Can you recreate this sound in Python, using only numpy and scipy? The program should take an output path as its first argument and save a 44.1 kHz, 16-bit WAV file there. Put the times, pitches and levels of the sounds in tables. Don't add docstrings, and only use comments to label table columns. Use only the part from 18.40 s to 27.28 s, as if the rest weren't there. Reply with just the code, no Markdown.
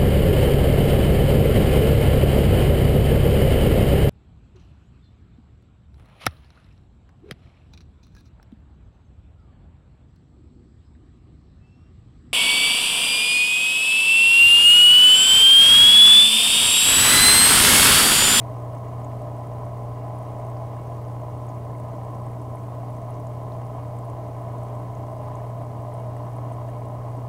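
import sys
import numpy as np
from scipy import signal
from scipy.fft import rfft, irfft, next_fast_len
from scipy.io import wavfile
from scipy.ndimage import map_coordinates

SR = 44100
rng = np.random.default_rng(int(sys.argv[2]) if len(sys.argv) > 2 else 0)


def ratio(d):
    e = np.asarray(d, float) / 20
    return 10 ** e


def unload_audio(sound):
    columns = np.transpose(np.atleast_2d(sound))
    steps = np.round(np.clip(columns, -1, 1) * 32767)
    wavfile.write(sys.argv[1], SR, steps.astype(np.int16))


N = 391608

# (multiple of the mains [count], level [dB])
HUM_TONES = [(1, -51), (2, -33), (3, -53.5), (4, -66), (5, -58), (6, -56), (7, -52.5), (8, -54), (9, -57.5),
             (10, -51), (11, -82), (12, -66), (13, -53.5), (14, -56), (15, -93), (16, -59), (17, -53.5)]
# (pitch [Hz], width [Hz], level [dB])
HOUSING_MODES = [(390, 173, -7.5), (990.6, 65, 3.5), (1085, 65, 1), (2050, 200, -23.5), (2230, 18, -16.5),
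                 (2790, 43, -22.5), (3110, 180, -28.5), (1506, 77, -19), (1654, 30, -21), (2450, 39, -24.5)]
# (pitch [Hz], width [Hz], level [dB])
LID_MODES = [(634, 162, -3.5), (842, 176, -9.5)]
# (pitch [Hz], width [Hz], level [dB])
SHAFT_MODES = [(6400, 220, 4.5), (7740, 160, 4.5), (8200, 200, 4), (8940, 190, 7), (9400, 240, -12),
               (10500, 360, 2.5), (8900, 4800, -0.5), (4800, 1500, -27)]
# (time [s], peak level [dB])
THUDS = [(0.099, -26), (0.332, -28), (0.716, -24), (1.266, -26), (1.559, -28), (1.616, -28), (3.932, -25),
         (4.015, -27), (4.149, -28), (5.216, -27), (5.388, -26), (5.449, -26), (5.699, -28), (6.433, -27),
         (7.984, -26), (8.288, -26), (8.683, -25), (8.787, -25)]
# (pitch [Hz], width [Hz], level [dB])
BOX_MODES = [(591, 48, -3), (613.7, 32, 1), (668.4, 53.4, 0), (719, 52, -8), (804, 91, -8.5),
             (1227, 46, -16), (1560, 750, -32)]
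# (pitch [Hz], width [Hz], level [dB])
CABINET_MODES = [(30.7, 22, -10), (85.3, 12.2, 3.5), (109.5, 32.6, -1), (150.8, 15.6, -0.5),
                 (199, 31, -6.5), (240.5, 4.3, 0.5), (277.6, 46, -4.5), (319, 64, -14.5), (424.1, 6.1, -7),
                 (457.5, 94, -11.5)]
# (time [s], peak level [dB], pitch [Hz])
POPS = [(0.2194, -50, 8230), (0.3681, -50, 6290), (0.4828, -49, 6690), (0.6448, -41, 6740),
        (0.7317, -54, 8950), (1.068, -46, 8940), (1.2526, -45, 10500), (1.7539, -49, 10700),
        (1.7863, -42, 10500), (1.8262, -46, 10500), (1.8696, -51, 10600), (1.9854, -54, 10500),
        (2.4688, -54, 6110), (2.9751, -51, 10500), (3.0864, -44, 6670), (3.8177, -52, 8940),
        (3.8586, -46, 8250), (4.0158, -48, 9490), (4.153, -40, 10500), (4.5024, -42, 10500),
        (4.7027, -41, 10500), (4.8688, -46, 6920), (5.5653, -48, 9470), (5.6486, -47, 10500),
        (6.55, -47, 6340), (6.9536, -42, 6670), (7.2195, -47, 8940), (7.5368, -41, 10500),
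        (7.9613, -43, 10500), (8.1207, -40.5, 8940)]
# (time [s], peak level [dB], pitch [Hz])
PLOPS = [(0.0672, -58, 5530), (0.378, -53, 5280), (0.3995, -57, 3500), (1.035, -56, 3630),
         (1.8517, -55, 5200), (2.1705, -47, 4830), (2.2533, -57, 5430), (2.397, -55, 3670),
         (2.6424, -50, 4830), (2.65, -50, 5900), (3.1028, -48, 5260), (3.4161, -58, 4500),
         (3.4989, -57, 4080), (3.5558, -55, 5320), (4.4822, -59, 3750), (4.6813, -60, 4490),
         (4.7421, -46, 5280), (5.1208, -44, 3870), (6.4847, -57, 3540), (6.8608, -51, 5260),
         (6.8887, -58, 3850), (6.9331, -57, 3630), (7.3168, -55, 4110), (7.7433, -57, 3600),
         (8.7535, -55, 4510)]
# (time [s], peak level [dB], pitch [Hz])
BLOOPS = [(0.0258, -48, 2230), (0.0692, -50, 2230), (0.4658, -44, 1840), (0.603, -51, 1730),
          (1.036, -48, 1990), (1.265, -48, 2090), (1.7035, -45, 1960), (1.9989, -44, 2020),
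          (2.3655, -44, 1580), (3.0824, -48, 1730), (3.3039, -45, 1670), (3.3493, -43, 2000),
          (3.8816, -52, 1830), (3.9365, -56, 2260), (4.1709, -42, 2050), (4.5825, -46, 1870),
          (5.434, -54, 2040), (6.0332, -53, 1680), (6.0831, -46, 1990), (6.4662, -53, 1850),
          (6.5321, -48, 2080), (6.7321, -53, 2030), (7.002, -45, 1660), (7.5203, -46, 1930),
          (7.7653, -43, 1860), (7.9828, -43, 2020), (8.2881, -43, 1700), (8.333, -46, 2230),
          (8.4203, -46, 2190), (8.7495, -52, 1680)]
SHAKEN_PITCHES = [6250, 6380, 6900, 7900, 8100, 8640, 9460, 10500]
# (frequency [Hz], level [dB per Hz])
HISS_CURVE = [(760, -39), (1300, 3), (1400, -12.5), (2150, -14), (2600, -24.5), (2800, -20.5),
              (8080, -20.5), (16000, -23)]

MAINS_HZ = 59.996
KNOCK_S, REBOUND_S = -.0008, .0050
KNOCK_DB, TICK_DB, GURGLE_DB = -44.5, -69.5, -39
KNOCK_SCATTER_DB, TICK_SWELL_DB, LUMP_DB = 1.5, 1.1, 1.2
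THUD_HOUSING_DB, THUD_LID_DB = 8.5, 6
SURGE_DB, SURGE_RATE = 0.98, 3
SHAKEN_SHARE = 0.26
SHAKEN_DB, SHAKEN_SPREAD_DB = -56.5, 3
CLICK_DB, PURER = -12, 2.1
SPRAY_DB, SPRAY_S, SPRAY_OCT = -2, .009, .2
PLOP_CYCLES, PLOP_DB, BLOOP_DB = 2.1, 3.5, 1
TOP_HZ = 15730


def unit(x):
    return x / np.sqrt(np.mean(np.abs(x) ** 2) + 1e-20)


def noise():
    return rng.standard_normal(N)


def wobble(rate):
    points = rng.standard_normal(N // 100)
    return map_coordinates(points, [np.arange(N) * rate / SR])


def filtered(x, response):
    m = next_fast_len(N + SR // 2)
    return irfft(rfft(x, m) * response(np.fft.rfftfreq(m, 1 / SR)), m)[..., :N]


def resonant(x, modes, steep):
    f = np.fft.rfftfreq(2 ** 15, 1 / SR)
    response = 0
    for k, (hz, width, db) in enumerate(modes):
        mode = 1j * f * width / (hz * hz - f * f + 1j * f * width) + 1e-9
        response = response + (-1) ** k * ratio(db) * mode ** steep
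    ring = irfft(unit(response))
    return signal.fftconvolve(x, ring[:len(f)])[:N]


def impulses(s, db):
    place = np.round(np.clip(s, 0, None) * SR).astype(int)
    return np.bincount(place, ratio(db), N)[:N]


def hum():
    turn = 2 * np.pi * MAINS_HZ
    out, t = np.zeros(N), np.arange(N) / SR
    drift = [ratio(.4 * wobble(5)), ratio(1.2 * wobble(4)), ratio(1.2 * wobble(6))]
    for k, db in HUM_TONES:
        pull = (-1) ** k * np.exp(-1j * k * turn * .0045)
        rebound = .9 * (k < 13) * np.exp(-1j * k * turn * REBOUND_S)
        strike = np.exp(-1j * k * turn * .0004) + rebound
        phase = np.angle(pull if k < 3 else strike)
        out += ratio(db) * drift[(k + 1) % 3] * np.cos(k * turn * t + phase)
    return np.sqrt(2) * out


def knocks(delay_s, jitter_s, scatter_db):
    draw = rng.standard_normal((int(N / SR * MAINS_HZ) + 1, 2))
    s = KNOCK_S + delay_s + np.arange(len(draw)) / MAINS_HZ + jitter_s * draw[:, 0]
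    return unit(impulses(s, scatter_db * draw[:, 1]))


def scrapes(scatter_db, decay_s, second_db):
    cycle = (np.arange(N) / SR - KNOCK_S) * MAINS_HZ + 1
    size = ratio(scatter_db * rng.standard_normal((int(cycle[-1]) + 2, 2)))

    def burst(c, k):
        return size[c.astype(int), k] * np.exp(-(c % 1) / MAINS_HZ / decay_s)

    return (burst(cycle, 0) + ratio(second_db) * burst(cycle - .27, 1)) * noise()


def rotor(knock_db, tick_db, small):
    blow = knocks(delay_s=-.0004, jitter_s=.0005, scatter_db=KNOCK_SCATTER_DB)
    rebound = ratio(-9.5) * knocks(delay_s=0.003445, jitter_s=0.000808, scatter_db=2.5)
    rattle = blow + rebound + ratio(-1.5 + 2.2 * wobble(40)) * noise()
    s, db = np.transpose(THUDS)
    housing_push = ratio(knock_db - 4.0) * rattle + impulses(s, db + THUD_HOUSING_DB)
    lid_push = ratio(knock_db - 4.5) * (blow - 2 * rebound) + impulses(s, db + THUD_LID_DB)
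    housing = resonant(housing_push, HOUSING_MODES, steep=1.15)
    lid = resonant(lid_push, LID_MODES, steep=1.9)

    tick = unit(scrapes(scatter_db=5.5, decay_s=0.0011, second_db=-3))
    s, db, _, click_db = small
    click_shape = np.hanning(150) ** 2
    clicks = np.convolve(impulses(s, db + .5 * click_db - 0.5), click_shape)[:N] * noise()
    return housing + lid + resonant(ratio(tick_db - 4.5) * tick + clicks, SHAFT_MODES, steep=2.0)


def water(gurgle_db):
    lumps = ratio(LUMP_DB * wobble(70)) * noise()
    box = resonant(ratio(gurgle_db - 3.0) * lumps, BOX_MODES, steep=1.477)
    return box + resonant(ratio(-41.5) * noise(), CABINET_MODES, steep=1.14)


def small_bubbles():
    draw = rng.random((int(N / SR * MAINS_HZ), 5))
    s = KNOCK_S - .0015 + np.arange(len(draw)) / MAINS_HZ + .003 * draw[:, 0] ** 3
    hole = (len(SHAKEN_PITCHES) * draw[:, 1]).astype(int)
    hz = np.take(SHAKEN_PITCHES, hole) * (1 + 0.045 * (draw[:, 2] - .5))
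    db = SHAKEN_DB + SHAKEN_SPREAD_DB * draw[:, 3]
    shaken = np.c_[np.abs(s), db, hz][draw[:, 4] < SHAKEN_SHARE]
    s, db, hz = np.vstack([POPS, shaken]).T
    return s, db, hz, CLICK_DB - PURER * (db + 54.5)


def bubbles(rows, cycles, rise, count):
    out, t = np.zeros(N + count), np.arange(count) / SR
    for s, db, hz in rows:
        turns = hz * t
        shape = np.exp(-turns / cycles) * (1 - np.exp(-2.2 * turns / cycles)) ** 2 * 1.6
        tone = np.sin(2 * np.pi * turns * (1 + rise * turns / cycles))
        out[round(s * SR):][:count] += ratio(db) * shape * tone
    return out[:N]


def surface(small):
    draw = rng.random((500, 3))
    faint = np.c_[draw[:, 0] * N / SR, -64 + 9 * draw[:, 1], 4000 * 3.4 ** draw[:, 2]]
    s, db, hz, _ = small
    clear = bubbles(np.c_[s, db - 4, hz], cycles=12, rise=0.0032, count=900)

    s, db, hz = np.repeat(POPS, repeats=3, axis=0).T
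    draw = rng.random((len(s), 3))
    spray_hz = hz ** .7 * 8300 ** .3 * 2 ** (SPRAY_OCT * (2 * draw[:, 2] - 1))
    spray = np.c_[s + SPRAY_S * draw[:, 0], db + SPRAY_DB - 6 * draw[:, 1], spray_hz]

    plops = ratio(PLOP_DB) * bubbles(PLOPS, cycles=PLOP_CYCLES, rise=0.01, count=500)
    bloops = ratio(BLOOP_DB) * bubbles(BLOOPS, cycles=3.9, rise=0.015, count=900)
    mist = bubbles(spray, cycles=4.6, rise=.005, count=500)
    return clear + mist + plops + bloops + bubbles(faint, cycles=5.3, rise=0.0044, count=500)


def scene():
    surge_db = SURGE_DB * wobble(SURGE_RATE)
    small = small_bubbles()
    tick_db = TICK_DB + TICK_SWELL_DB * wobble(2.38)
    pump = hum() + rotor(KNOCK_DB + .5 * surge_db, tick_db, small)
    return (pump + water(GURGLE_DB + surge_db) + surface(small))[None]


def roll_off(x):
    return signal.sosfilt(signal.butter(12, 16720, fs=SR, output="sos"), x)


def record(dry):
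    f, db = np.transpose(HISS_CURVE)
    hiss = filtered(noise(), lambda hz: ratio(np.interp(np.log(hz + 1), np.log(f), db)))
    mix = filtered(dry + ratio(-59.5) * unit(hiss), lambda hz: hz < TOP_HZ)
    return roll_off(mix)


dry = scene()
out = record(dry)
unload_audio(out)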